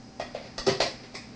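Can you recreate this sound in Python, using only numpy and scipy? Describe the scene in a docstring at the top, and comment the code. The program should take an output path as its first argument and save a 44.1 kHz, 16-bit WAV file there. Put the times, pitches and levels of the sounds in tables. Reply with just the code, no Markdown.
"""Two hollow plastic knocks come first: a filled blender cup bumps the rim of its motor base.
The cup slips, drops into the socket with a thud and clacks home; then its tabs scrape round.
Each touch makes the cup and the base ring, and a low boom swells in the room just after the thud.
The sounds die away in a small kitchen, over rubbing hands and a faint appliance hum and hiss."""
import sys
import numpy as np
from scipy import signal
from scipy.fft import rfft, irfft
from scipy.io import wavfile
from scipy.ndimage import uniform_filter1d

SR = 44100
rng = np.random.default_rng(int(sys.argv[2]) if len(sys.argv) > 2 else 0)


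def wrap_up_sound(samples):
    """Save the sound to the file named by the first command line argument, as 16-bit audio."""
    columns = np.atleast_2d(samples).T
    # keep every value between -1 and 1, then stretch to whole-number steps
    tamed = np.clip(columns, -1, 1)
    steps = np.round(tamed * 32767).astype(np.int16)
    wavfile.write(sys.argv[1], SR, steps)


N = 59535
T = np.arange(N) / SR
AGE = T[:24000]  # seconds since a touch


# Each touch or bounce of the cup: t/s, thud/dB, knock/dB, knock pitch/Hz, wall/dB, struck spot/Hz,
# rim/dB, rim pitch/ratio, crack/dB, build-up/s, fade/s
TOUCHES = [ (0.1970, -47, -30, 688, -39.5, 1320, -44, 1.01, -40, 0.00076, 0.0055),
           (0.2091, -48.5, -47, 744, -41.5, 2484, -47.5, 1.01, -52, 0.0016, 0.0066),
           (0.3465, -68, -31, 597.6, -49.5, 2410, -50.5, 0.95, -44, 0.0055, 0.005),
           (0.355, -68, -42, 593, -48, 1925, -59, 0.89, -48, 0.0047, 0.01),
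           (0.4420, -60, -45, 645, -57, 2390, -61, 1.13, -53, 0.0069, 0.011),
           (0.5789, -47.5, -39, 656, -35.5, 1155, -32.5, 1.013, -52.5, 0.00051, 0.0044),
           (0.6650, -20.5, -39, 670, -31.5, 1264, -27.5, 1.013, -41.5, 0.0024, 0.0042),
           (0.6780, -22, -29, 648, -28.5, 736, -32.5, 1.0, -30.5, 0.0019, 0.016),
           (0.802, -36.5, -22, 658, -31, 1042, -26, .92, -26, 0.0006, 0.0047),
           (0.8186, -36.5, -31.5, 645, -33, 1950, -34.5, 1.06, -36, 0.0007, 0.0052),
           (1.034, -48.5, -55, 542, -57, 2090, -51.5, .95, -50, 0.0017, 0.0069),
           (1.14, -44, -49, 652, -45.5, 2020, -46, 0.99, -53, 0.0023, 0.016)]

def cup_on_base(room_ring):
    """Each touch makes a soft thud, a hollow knock and a plastic clack, all at once."""
    out = 0
    for s, thud_db, knock_db, knock_hz, wall_db, spot_hz, rim_db, pitch, crack_db, rise, fade in TOUCHES:
        tail = room_tail(room_ring)
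        slips = chatter(rise, fade)
        touch = from_db(thud_db) * in_room(base_thud(), tail, tail_db=-10)
        touch += from_db(knock_db) * in_room(hollow_knock(knock_hz, rise), tail, tail_db=-3)
        clack = [(wall_ring(slips, spot_hz), wall_db),
                 (rim_tick(slips, pitch), rim_db),
                 (crack(rise, fade), crack_db)]
        for part, db in clack:  # the hand over the cup blocks some of the direct sound
            touch += from_db(db) * in_room(part, tail, tail_db=1.5, direct_db=-6.5)
        out += starting(touch, s)
    return out


# Notes of the motor base and of the room's low boom: f/Hz, level/dB, ring time/s
BASE_NOTES = [(218, -14.5, 0.16), (257.3, -12.5, 0.15), (333.3, -12, 0.082), (388.8, 0.5, 0.11),
              (416, -6.5, 0.15), (513, -7, 0.19), (764, -11, 0.031)]
LOW_BOOM_NOTES = [(100.5, -0.5, 0.22), (135.3, -2.5, 0.27), (161.2, -3, 0.18)]

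def base_thud():
    """The base rings at once; a low boom swells in the room just after the thud."""
    base = unit(ring(BASE_NOTES) * rising(0.006))
    boom = unit(ring(LOW_BOOM_NOTES) * rising(0.07))
    return base + from_db(-10.5) * boom


# Notes of the cup's hollow body: f/ratio to the knock pitch, level/dB, ring time/s
HOLLOW_NOTES = [(.85, -0.5, 0.019), (1.0, 1, 0.014), (1.14, -2, 0.02)]

def hollow_knock(hz, rise):
    """The hollow cup rings very briefly around one pitch."""
    return ring(HOLLOW_NOTES, hz) * rising(rise)


# Notes of the cup's wall: f/Hz, level/dB, ring time/s
WALL_NOTES = [(893, -3, 0.016), (1111, -5, 0.036), (1280, -13.5, 0.03), (1903, -4, 0.037),
              (2072, -12.5, 0.07), (2510, -9.5, 0.0082), (3016, -16, 0.011), (3380, -10, 0.033)]

def wall_ring(slips, spot_hz):
    """Tiny slips shake the wall, and the struck spot adds a note of its own."""
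    return through(slips, ring(WALL_NOTES + [(spot_hz, 0, 0.03)]))


# Notes of the hard rim, before the pitch ratio shifts them: f/Hz, level/dB, ring time/s
RIM_NOTES = [(4064, -5, 0.0072), (4342, -1.5, 0.018), (4667, 0.5, 0.0066), (4890, -0.5, 0.016),
             (5130, -1.5, 0.0066), (5700, -7.5, 0.0063), (6086, -7.5, 0.011), (7900, -18, 0.0017)]

def rim_tick(slips, pitch):
    """Tiny slips make the hard rim give a high, short tick."""
    return through(slips, ring(RIM_NOTES, pitch))


# Tone of the crack, from low to high: f/Hz, level/dB
CRACK_TONE = [(300, -3.5), (800, -4.5), (1500, -5), (3000, -4.5), (5000, -9.5), (6500, -19.5),
              (8200, -33.5), (10000, -50.5)]

def crack(rise, fade):
    """The sharp noise of the touch itself, with no clear note."""
    return coloured(chatter(rise, fade), CRACK_TONE)


def chatter(rise, fade, slips_per_s=1300, slips_db=16):
    """A first touch, then a run of tiny slips that builds up and lets go."""
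    first_touch = AGE == 0
    slips = (rng.random(len(AGE)) < slips_per_s / SR) * rng.standard_normal(len(AGE))
    slips = unit(slips * rising(rise) * np.exp(-AGE / fade))
    return evened(first_touch + from_db(slips_db) * slips, size=120)  # shakes all notes alike


# Each scrape of the tabs: t/s, level/dB, fade/s
TAB_SLIDES = [(0.819, -33, 0.0083), (1.148, -37.5, 0.004), (1.165, -45.5, 0.0048)]
# Notes of a tab: f/Hz, level/dB, ring time/s
TAB_NOTES = [(1092, -9.5, 0.06), (1964, -6, 0.016), (2190, -4.5, 0.0077), (2457, -6, 0.013),
             (3430, -16.5, 0.005), (5160, -4, 0.0039), (8160, -19.5, 0.0035)]

def tab_scrapes(room_ring):
    """The locking tabs ring as they slip a little way under the lip."""
    out = 0
    for s, db, fade in TAB_SLIDES:
        scrape = through(chatter(rise=0.0033, fade=fade), ring(TAB_NOTES))
        out += starting(from_db(db) * in_room(scrape, room_tail(room_ring), tail_db=1.5), s)
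    return out


# Each sway under the push: t/s, level/dB, f/Hz, half-length/s
SWAYS = [(.24, -46, 55, 0.015), (0.602, -36.5, 32, 0.014)]

def push_sways():
    """Deep, brief sways as the cup is pushed down."""
    return sum(from_db(db) * np.sin(2 * np.pi * hz * (T - s)) * np.exp(-((T - s) / half_length) ** 2)
               for s, db, hz, half_length in SWAYS)


# Notes of the kitchen and cupboard: f/Hz, level/dB, ring time/s
ROOM_NOTES = [(137, -8.5, 0.15), (221, 4.5, 0.39), (255, -6, 0.39), (305, -14, 0.25), (401, -2, 0.085),
              (465, -2, 0.22), (522.4, -1.5, 0.3), (597, 8.5, 0.1), (688, 8, 0.24), (759, -4.5, 0.42),
              (1036, -2.5, 0.56)]

def standing_waves():
    """Sound bouncing back and forth between walls rings at a few notes."""
    return from_db(-20) * ring(ROOM_NOTES)


# How long the kitchen holds low and high sounds: f/Hz, ring time/s
ROOM_RING_TIMES = [(100, 0.21), (400, 0.29), (1000, 0.25), (2000, 0.28), (5000, 0.29), (9000, 0.29)]
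# Tone of its blurred echoes: f/Hz, level/dB
WASH_TONE = [(100, -0.5), (650, 0.5), (900, -4.5), (1800, 0)]

def room_tail(room_ring, delay_s=0.0038, rise_s=0.00055):
    """What lingers for one position of the cup: the room's notes and a wash of blurred echoes."""
    white = rng.standard_normal(len(AGE))
    centres, ring_times = np.transpose(ROOM_RING_TIMES)
    wash = 0
    for share, ring_time in zip(np.eye(len(centres)), ring_times):
        band = shaped(white, lambda hz: np.interp(np.log(hz), np.log(centres), share))
        wash += band * dying(ring_time)
    onset = 1 - np.exp(-np.maximum(AGE - delay_s, 0) / rise_s)
    wash = coloured(evened(wash * onset, size=20), WASH_TONE)
    return unit((wash + room_ring) * onset)


# Echoes off the cupboard and walls: delay/s, strength/ratio
NEAR_ECHOES = [(.0058, 0.2), (0.013, 0.11), (0.0169, .24)]

def in_room(x, tail, tail_db, direct_db=0):
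    """A sound arrives directly, then as near echoes, then as the room's tail."""
    echoes = sum(gain * starting(x, s)[:len(x)] for s, gain in NEAR_ECHOES)
    near = unit(from_db(direct_db) * x + echoes)
    far = from_db(tail_db) * unit(through(x, tail))
    return unit(near + far) * np.sqrt(0.02 * SR)  # average level 1 if packed into 20 ms


# How loud the rubbing is over time: t/s, level/dB
RUB_LEVELS = [(0, -104), (.2, -60), (.45, -49.5), (.56, -56.5), (.95, -49), (1.1, -56), (1.35, -55.5)]
# Its tone: f/Hz, level/dB
RUB_TONE = [(60, -10.5), (250, 6.5), (550, 10.5), (1000, 1.5), (1500, 0.5), (2200, 7), (3300, -5.5),
            (5000, 6), (7000, -24), (8500, -39), (10000, -57.5)]

def hand_rub():
    """Hands rub on plastic: a soft noise that swells and sinks."""
    return from_db(np.interp(T, *np.transpose(RUB_LEVELS))) * noise(RUB_TONE)


# Notes of the hum: f/Hz, level/dB
HUM_NOTES = [(119.5, -57), (162, -64), (212, -57.5), (242.5, -53.5), (298, -65), (769, -62)]

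def appliance_hum(waver=0.2):
    """An appliance hums on a few notes, each wavering slowly."""
    slow = [(1, 0), (8, 0), (30, -40), (100, -100)]  # f/Hz, level/dB
    hum = 0
    for hz, db in HUM_NOTES:
        drift = 1 + waver * (noise(slow) + 1j * noise(slow))  # moves both loudness and phase
        note = np.exp(2j * np.pi * (hz * T + rng.random()))
        hum += from_db(db) * np.sqrt(2) * np.real(drift * note)
    return hum


# Tones of the room's hiss and of a thin whine in it: f/Hz, level/dB
HISS_TONE = [(25, -5), (60, 2), (90, -6.5), (160, -0.5), (240, 3), (330, -3.5), (600, -8.5), (1000, -13),
             (2400, -19), (3400, -24), (4400, -18), (5050, -18.5), (5700, -17), (7000, -25.5), (8500, -34),
             (10000, -60)]
WHINE_TONE = [(4200, -30.5), (4850, -12), (5030, 5), (5200, -22), (6000, -35.5)]

def room_hiss():
    """A faint, steady hiss with a thin, high whine."""
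    return from_db(-50.5) * noise(HISS_TONE) + from_db(-64) * noise(WHINE_TONE)


def ring(notes, pitch=1):
    """A struck object rings with fading notes; every second one starts the opposite way."""
    return unit(sum((-1) ** k * from_db(db) * unit(np.sin(2 * np.pi * hz * pitch * AGE) * dying(seconds))
                    for k, (hz, db, seconds) in enumerate(notes)))


def rising(seconds):
    """Grow from silence towards full strength."""
    return 1 - np.exp(-AGE / seconds)


def dying(ring_time):
    """Fade by 60 dB over the ring time."""
    return np.exp(-np.log(1000) * AGE / ring_time)


def from_db(db):
    """Turn decibels into a multiplier."""
    return 10 ** (np.asarray(db) / 20)


def unit(x):
    """Scale to an energy of one."""
    return x / np.sqrt(np.sum(x ** 2) + 1e-20)


def starting(x, s):
    """Delay a sound by s seconds."""
    return np.pad(x, (int(s * SR), N))[:N]


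def through(x, response):
    """Let a sound set an object or a room ringing."""
    return signal.fftconvolve(x, response)[:len(x)]


def noise(tone):
    """Steady noise with the given tone and an average (rms) level of 1."""
    return unit(coloured(rng.standard_normal(N), tone)) * np.sqrt(N)


def coloured(x, tone):
    """Turn a sound's lows and highs up or down, following a tone table."""
    points_hz, db = np.transpose(tone)
    return shaped(x, lambda hz: from_db(np.interp(np.log(hz), np.log(points_hz), db)))


def shaped(x, gain_at):
    """Give each frequency in a sound its own multiplier."""
    size = 2 * len(x)
    hz = np.maximum(np.fft.rfftfreq(size, 1 / SR), 1)
    return irfft(rfft(x, size) * gain_at(hz))[:len(x)]


def evened(x, size):
    """Smooth out chance humps in a sound's tone, averaging over `size` nearby frequencies."""
    spectrum = rfft(x, 2 * len(x))
    power = abs(uniform_filter1d(abs(spectrum) ** 2, size=size))
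    return unit(irfft(spectrum / np.sqrt(power + 1e-12))[:len(x)])


def scene():
    """The cup and the kitchen's background, together in one channel."""
    room_ring = standing_waves()
    cup = cup_on_base(room_ring) + tab_scrapes(room_ring) + push_sways()
    return (cup + hand_rub() + appliance_hum() + room_hiss())[None]


def record(dry):
    """The loudest peaks are rounded off and the highest treble is cut steeply."""
    ceiling, stop_hz = 0.3, 10600
    rounded = dry / (1 + (dry / ceiling) ** 6) ** (1 / 6)
    return signal.sosfilt(signal.cheby2(14, 60, stop_hz, fs=SR, output="sos"), rounded)


dry = scene()
out = record(dry)
wrap_up_sound(out)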